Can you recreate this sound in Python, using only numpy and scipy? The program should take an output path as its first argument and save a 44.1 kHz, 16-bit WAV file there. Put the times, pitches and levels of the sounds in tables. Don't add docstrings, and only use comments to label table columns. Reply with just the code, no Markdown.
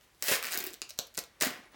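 import sys
import numpy as np
from scipy import signal
from scipy.fft import rfft, irfft
from scipy.io import wavfile

SR = 44100
rng = np.random.default_rng(int(sys.argv[2]) if len(sys.argv) > 2 else 0)


def decibels_to_gain(level_db):
    exponent = np.asarray(level_db, float) / 20
    return 10 ** exponent


def to_wav(sig):
    pcm = np.clip(np.atleast_2d(sig), -1, 1) * 32767
    pcm = np.round(pcm).astype(np.int16)
    wavfile.write(sys.argv[1], SR, pcm.T)


N = 77175


def read(points, hz):
    f, value = np.transpose(points)
    return np.interp(np.log(hz + 1), np.log(f + 1), value)


def evened(x):
    return x / np.sqrt(np.mean(x ** 2) + 1e-20)


def coloured(x, points):
    gain = decibels_to_gain(read(points, np.fft.rfftfreq(len(x), 1 / SR)))
    return irfft(rfft(x) * gain, len(x))


def add(mix, s, sound):
    part = mix[max(round(s * SR), 0):][:len(sound)]
    part += sound[:len(part)]


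# (frequency [Hz], level [dB per Hz])
HUSH_COLOUR = [(45, 3), (70, -0.5), (150, -6), (600, -10), (2500, -15), (6000, -19), (17000, -26)]


def room_hush():
    hush_db = -66.5
    return decibels_to_gain(hush_db) * evened(coloured(rng.standard_normal(N), HUSH_COLOUR))


# (frequency [Hz], t60 [s])
ROOM_DECAY = [(150, 0.26), (2500, 0.28), (6000, 0.21), (14000, 0.17)]
# (frequency [Hz], level [dB])
ROOM_COLOUR = [(150, -6), (700, 2.5), (2500, 1.5), (5000, 0.5), (9000, -5.5), (16000, -1.5)]


def room(x):
    tail_db, wall_db = -6.5, -9
    wall_s, wall_smear_s = 0.0049, 0.0021
    t = np.arange(SR // 2) / SR

    taps = np.zeros(len(t))
    at = np.arange(0, len(t) - 20, 20)
    taps[at + rng.integers(0, 20, len(at))] = rng.choice([-1., 1.], len(at))
    hz, frame_s, z = signal.stft(taps, SR, nperseg=256)
    decay = decibels_to_gain(-60 * frame_s / read(ROOM_DECAY, hz)[:, None])
    tail = signal.istft(z * decay, SR, nperseg=256)[1][:len(t)]
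    tail = tail * np.clip((t - wall_s) / 0.0012, 0, 1)

    smear = np.exp(-((t - wall_s - wall_smear_s / 2) / wall_smear_s) ** 2 * 2)
    wall = rng.standard_normal(len(t)) * smear
    both = decibels_to_gain(tail_db) * tail / np.linalg.norm(tail) + decibels_to_gain(wall_db) * wall / np.linalg.norm(wall)
    return signal.fftconvolve(x, coloured(both, ROOM_COLOUR))[:N]


# (time [s], pitch [Hz], level [dB], t60 [s])
STUD_TINKS = [
    (1.656, 10099, -69, .12),
    (1.718, 9835, -66, .12),
    (1.718, 15665, -67, .1),
]
# (time [s], pitch [Hz], level [dB], t60 [s])
FOLD_RINGS = [(.2244, 6080, -20.5, 0.0014), (.2833, 690, -44, .006), (.4272, 14500, -20, 0.0022),
              (.5750, 13500, -16, .002), (.6403, 12500, -40, 0.0022), (.8187, 2760, -31, 0.0066),
              (.8187, 3270, -34.5, 0.0043), (.9897, 3320, -32.5, .005), (.2244, 1560, -36.5, .004),
              (.9899, 940, -40, 0.0058), (.9058, 5500, -38, 0.0035), (.9897, 5840, -27, 0.0066),
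              (.9897, 9150, -28, 0.0074), (.9897, 1510, -31.5, 0.0079), (1.1762, 7300, -24, 0.0025),
              (1.1782, 1900, -33, .004), (1.1826, 6160, -45, 0.0022), (1.1897, 7000, -32, 0.006),
              (1.4099, 5800, -21, 0.009), (1.4118, 1880, -26, 0.0047), (1.4214, 16200, -10, .002),
              (1.4254, 6600, -11.5, .003), (1.4344, 1510, -34, 0.0035), (1.4486, 12100, -38, .003)]


def folds_and_studs():
    t, out = np.arange(6000) / SR, np.zeros(N)
    for s, hz, db, t60 in FOLD_RINGS + STUD_TINKS:
        decay = decibels_to_gain(db - 60 * t / t60)
        add(out, s, decay * np.sin(2 * np.pi * hz * t))
    return out


# (time [s], level [dB], pitch [Hz], rise to the crest [cycles])
PANEL_TUGS = [(.283, -33, 417, 0.7), (.297, -30.5, 596, 0.99), (0.3151, -21, 430, 0.15),
              (.327, -58, 605, 0.56), (.534, -36.5, 750, 0.59), (0.549, -42, 340, 1.15),
              (0.712, -55, 363, 1.5), (1.59, -49, 240, .6), (1.655, -57, 365, 1.4), (.905, -54, 600, 1.3),
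              (.576, -40, 304, 0.6), (0.603, -42, 363, 0.96), (0.639, -41, 358, 1.3),
              (.669, -37.5, 357, 1.2), (.737, -47, 352, 0.43), (.819, -44.5, 386, 0.58),
              (0.9911, -28.5, 550, 0.24), (1.1772, -33, 650, 0.28), (1.183, -28.5, 464, 0.23),
              (1.411, -34.5, 560, 0.77), (1.42, -31, 302, 0.74), (1.433, -27.5, 648, 0.97),
              (1.465, -29, 254, 0.75), (1.5133, -36, 380, 0.3), (1.742, -56, 324, 0.97)]


def panel_tugs():
    push_db = -24.5
    t, out = np.arange(3000) / SR, np.zeros(N)
    for s, db, hz, cycles in PANEL_TUGS:
        u = t * hz / max(cycles, .2)
        rock = np.sin(2 * np.pi * hz * t) * u * np.exp(1 - u)
        push = decibels_to_gain(push_db) * np.sin(2 * np.pi * hz * 0.31 * t) * u * np.exp(-u / 2)
        add(out, s, decibels_to_gain(db) * (rock + push))
    return signal.lfilter(*signal.butter(2, 95, "high", fs=SR), out)


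# (time [s], level [dB], brightness [0-1])
STIR_EFFORT = [
    (0, -80, 0.6),
    (.012, -65, 0.9),
    (0.049, -67, 0.84),
    (.1, -76, 0.58),
    (.15, -71, .9),
    (.17, -74, 1),
    (.215, -61, 0.94),
]
# (time [s], level [dB], brightness [0-1])
PULL_EFFORT = [
    (0.2255, -62, 0.66),
    (0.227, -41.5, 0.78),
    (.26, -35.5, 1),
    (0.28, -33, 1),
    (0.284, -29, 0.91),
    (0.309, -29, 0.99),
    (0.321, -24, 0.87),
    (.355, -31.5, 0.96),
    (0.412, -48.5, 0.7),
]
# (time [s], level [dB], brightness [0-1])
CREEP_EFFORT = [
    (.43, -45.5, 0.87),
    (.46, -41, 0.76),
    (.5, -44.5, 0.9),
    (.54, -44.5, 0.62),
    (0.602, -43, 0.73),
    (.68, -47.5, 0.88),
    (.76, -66, 0.6),
    (0.801, -72, 1),
    (1.39, -70.5, 0.1),
]
# (time [s], level [dB], brightness [0-1])
YANK_EFFORT = [
    (1.407, -62, 0.1),
    (1.416, -37, 0),
    (1.44, -31.5, 0.94),
    (1.47, -34.5, 0.74),
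    (1.498, -42.5, 0.65),
    (1.599, -57.5, 0.48),
    (1.672, -63, 0),
    (1.7, -74, 0),
    (1.75, -55.5, 0),
]
# (frequency [Hz], level [dB per Hz])
DULL_COLOUR = [(60, -14), (300, -3), (1000, -4), (2000, -3.5), (3600, -11), (6000, -15), (17500, -44)]
# (frequency [Hz], level [dB per Hz])
BRIGHT_COLOUR = [(47, -53), (80, -39), (651, -2), (1070, -13.5), (1720, -0.5), (2520, -1.5), (17500, -3.5)]


def fibre_rush():
    fibres_per_s, spread_db, fibre_s = 8000, 2.3, .0004
    t = np.arange(N) / SR
    s, db, bright = np.transpose(STIR_EFFORT + PULL_EFFORT + CREEP_EFFORT + YANK_EFFORT)

    size = decibels_to_gain(spread_db * np.minimum(rng.exponential(1, N), 5))
    breaks = size * (rng.random(N) < fibres_per_s / SR)
    envelope = signal.lfilter([1], [1, -np.exp(-1 / (fibre_s * SR))], breaks)
    grains = envelope * rng.standard_normal(N)

    share = np.clip(np.interp(t, s, bright), 0, 1) ** 2
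    dull_part = (1 - share) * evened(coloured(grains, DULL_COLOUR))
    bright_part = share * evened(coloured(grains, BRIGHT_COLOUR))
    return decibels_to_gain(np.interp(t, s, db, -120)) * (dull_part + bright_part)


# (time [s], snap [dB], bright edge above the snap
# [dB], cloth ring above the snap [dB])
BREAKING_THREADS = [(0.2248, -17, -3, -9.5), (0.2407, -32.5, 14, -15), (0.2833, -21, -1, -1),
                    (0.317, -24, -3, -2), (0.4274, -27.5, -11, 4), (0.4388, -27, 1, -1),
                    (0.4447, -30.5, -1, 7.5), (0.454, -26.5, -2, -4), (0.462, -39, 9, 3),
                    (0.4689, -27, -2, -2), (0.4933, -43, 0, 1), (0.5078, -37, 0, 0), (0.511, -34, 4, -5),
                    (0.5157, -29.5, -8, -4), (0.5205, -26, -2, -4), (0.523, -25.5, -2, -4.5),
                    (0.528, -26.5, 2, -4), (0.5338, -25, -18, -7), (0.5384, -28.5, 5, 4),
                    (0.5423, -41, 12, -16), (0.5445, -23, -3, -12), (0.5511, -33, 8, 7),
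                    (0.557, -26.5, -3, -3), (0.5754, -21.5, 3.5, -15), (0.5784, -31, -4, -9),
                  (0.5883, -33, 13, -11), (0.5902, -37, 8, -3), (0.592, -45, 18, -11),
                  (0.6043, -25.5, -5, -11), (0.6086, -32, 3, 2), (0.6265, -36, 3, -2),
                  (0.6401, -31.5, 11.5, 0), (0.6434, -41, 15, -5), (0.6505, -46, 9, -9),
                  (0.6548, -49, 12, 2), (0.6669, -32, 7.5, -2), (0.6675, -37, 6, 0),
                  (0.6713, -29.5, -5, -15), (0.7063, -42, -12, -11), (0.7302, -40, -3, -13),
                  (0.7338, -41, 2, -9), (0.7356, -36, 0, -14), (0.7415, -35, 1, -9), (0.473, -40, -1, -1),
                  (.4815, -38, -3, 9), (.4865, -34.5, -5, 5.5), (0.6906, -47, -6, -12),
                    (0.8179, -21.5, -14, -16), (0.8917, -41, -6, -10), (0.893, -40, -5, -15),
                (0.895, -36.5, -2, -7), (0.8986, -39, -8, -13), (0.9062, -31, -8, -12),
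                (0.91, -44, -9, -14), (0.9778, -44, -1, -10), (0.987, -36, -10, -7),
                (0.9896, -17.5, -5, -39), (1.0725, -44.5, -0.5, -14), (1.1418, -47, 3, -8),
                (1.1479, -41, -1, -15), (1.15, -42, -7, -16), (1.1547, -39, -7, -10), (1.172, -37, 0, -15),
                (1.1762, -22.5, -4, -10), (1.178, -20, -11, -12.5), (1.1821, -29, -12, -4.5),
                (1.1888, -27, -3, -14), (1.1908, -24, -1, -12), (1.2389, -39, -3, -21),
                (0.939, -51, -2, -18), (0.9827, -45, -8, -5), (1.0692, -48, 4, -15), (1.188, -28, -2, -10),
                (0.8981, -39, 1, -17),
                    (1.4031, -36, -9, -11), (1.4068, -41, 2, -16), (1.4099, -21.5, -9, -26),
                  (1.4119, -22.5, -0.5, -1.5), (1.4222, -15, -1, -10), (1.4252, -21, 0, -5),
                  (1.4344, -21, -4, -0.5), (1.4492, -33, 15, -9), (1.459, -27, 3, -24), (1.4175, -26, 0, 3),
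                  (1.4719, -29, -4, -2), (1.506, -36, -8, -2), (.0115, -54.5, -14, 3.5),
                  (.148, -59, 2, -15), (0.2275, -32, -4, -7), (0.3555, -27, 2, 5.5)]
# (low edge [Hz], high edge [Hz], level [dB])
SNAP_BANDS = [
    (3680, 9200, 3),
    (11800, 17000, 2),
    (1180, 2780, -2.5),
]
WAKE_RISE_S = (0.00018, 0.000097, 0.00038)


def thread_snaps():
    wake_db, fray_db, fray_s = -15, -27, 0.0024
    rows = np.array(BREAKING_THREADS)
    time_s, snap_db, edge_db, cloth_db = rows.T
    t, out = np.arange(400) / SR, np.zeros(N)
    noise = rng.standard_normal((len(rows), len(t)))
    crack = t == 0
    fray = decibels_to_gain(fray_db) * np.exp(-t / fray_s)

    snaps = 0
    shares_db = (0 * snap_db, edge_db, cloth_db)
    for (lo_hz, hi_hz, band_db), rise_s, share_db in zip(SNAP_BANDS, WAKE_RISE_S, shares_db):
        band = signal.butter(3, [lo_hz, hi_hz], "band", fs=SR, output="sos")
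        wake = decibels_to_gain(wake_db) * t / rise_s * np.exp(1 - t / rise_s)
        part = signal.sosfilt(band, crack + noise * (wake + fray))
        part = part / abs(part).max(1, keepdims=True)
        snaps = snaps + part * decibels_to_gain(snap_db + share_db + band_db)[:, None]
    for s, snap in zip(time_s, snaps):
        add(out, s, snap)
    return out


def scene():
    jacket = thread_snaps() + fibre_rush() + folds_and_studs() + panel_tugs()
    return (jacket + room(jacket) + room_hush())[None]


def band_limit(x):
    return signal.sosfilt(signal.butter(12, 19590, fs=SR, output="sos"), x)


def record(dry):
    shelf = [(25, -30), (45, 0), (17250, 0), (17500, -42), (19500, -46), (19900, -90)]  # (Hz, dB)
    return band_limit(coloured(dry[0], shelf)[None])


dry = scene()
out = record(dry)
to_wav(out)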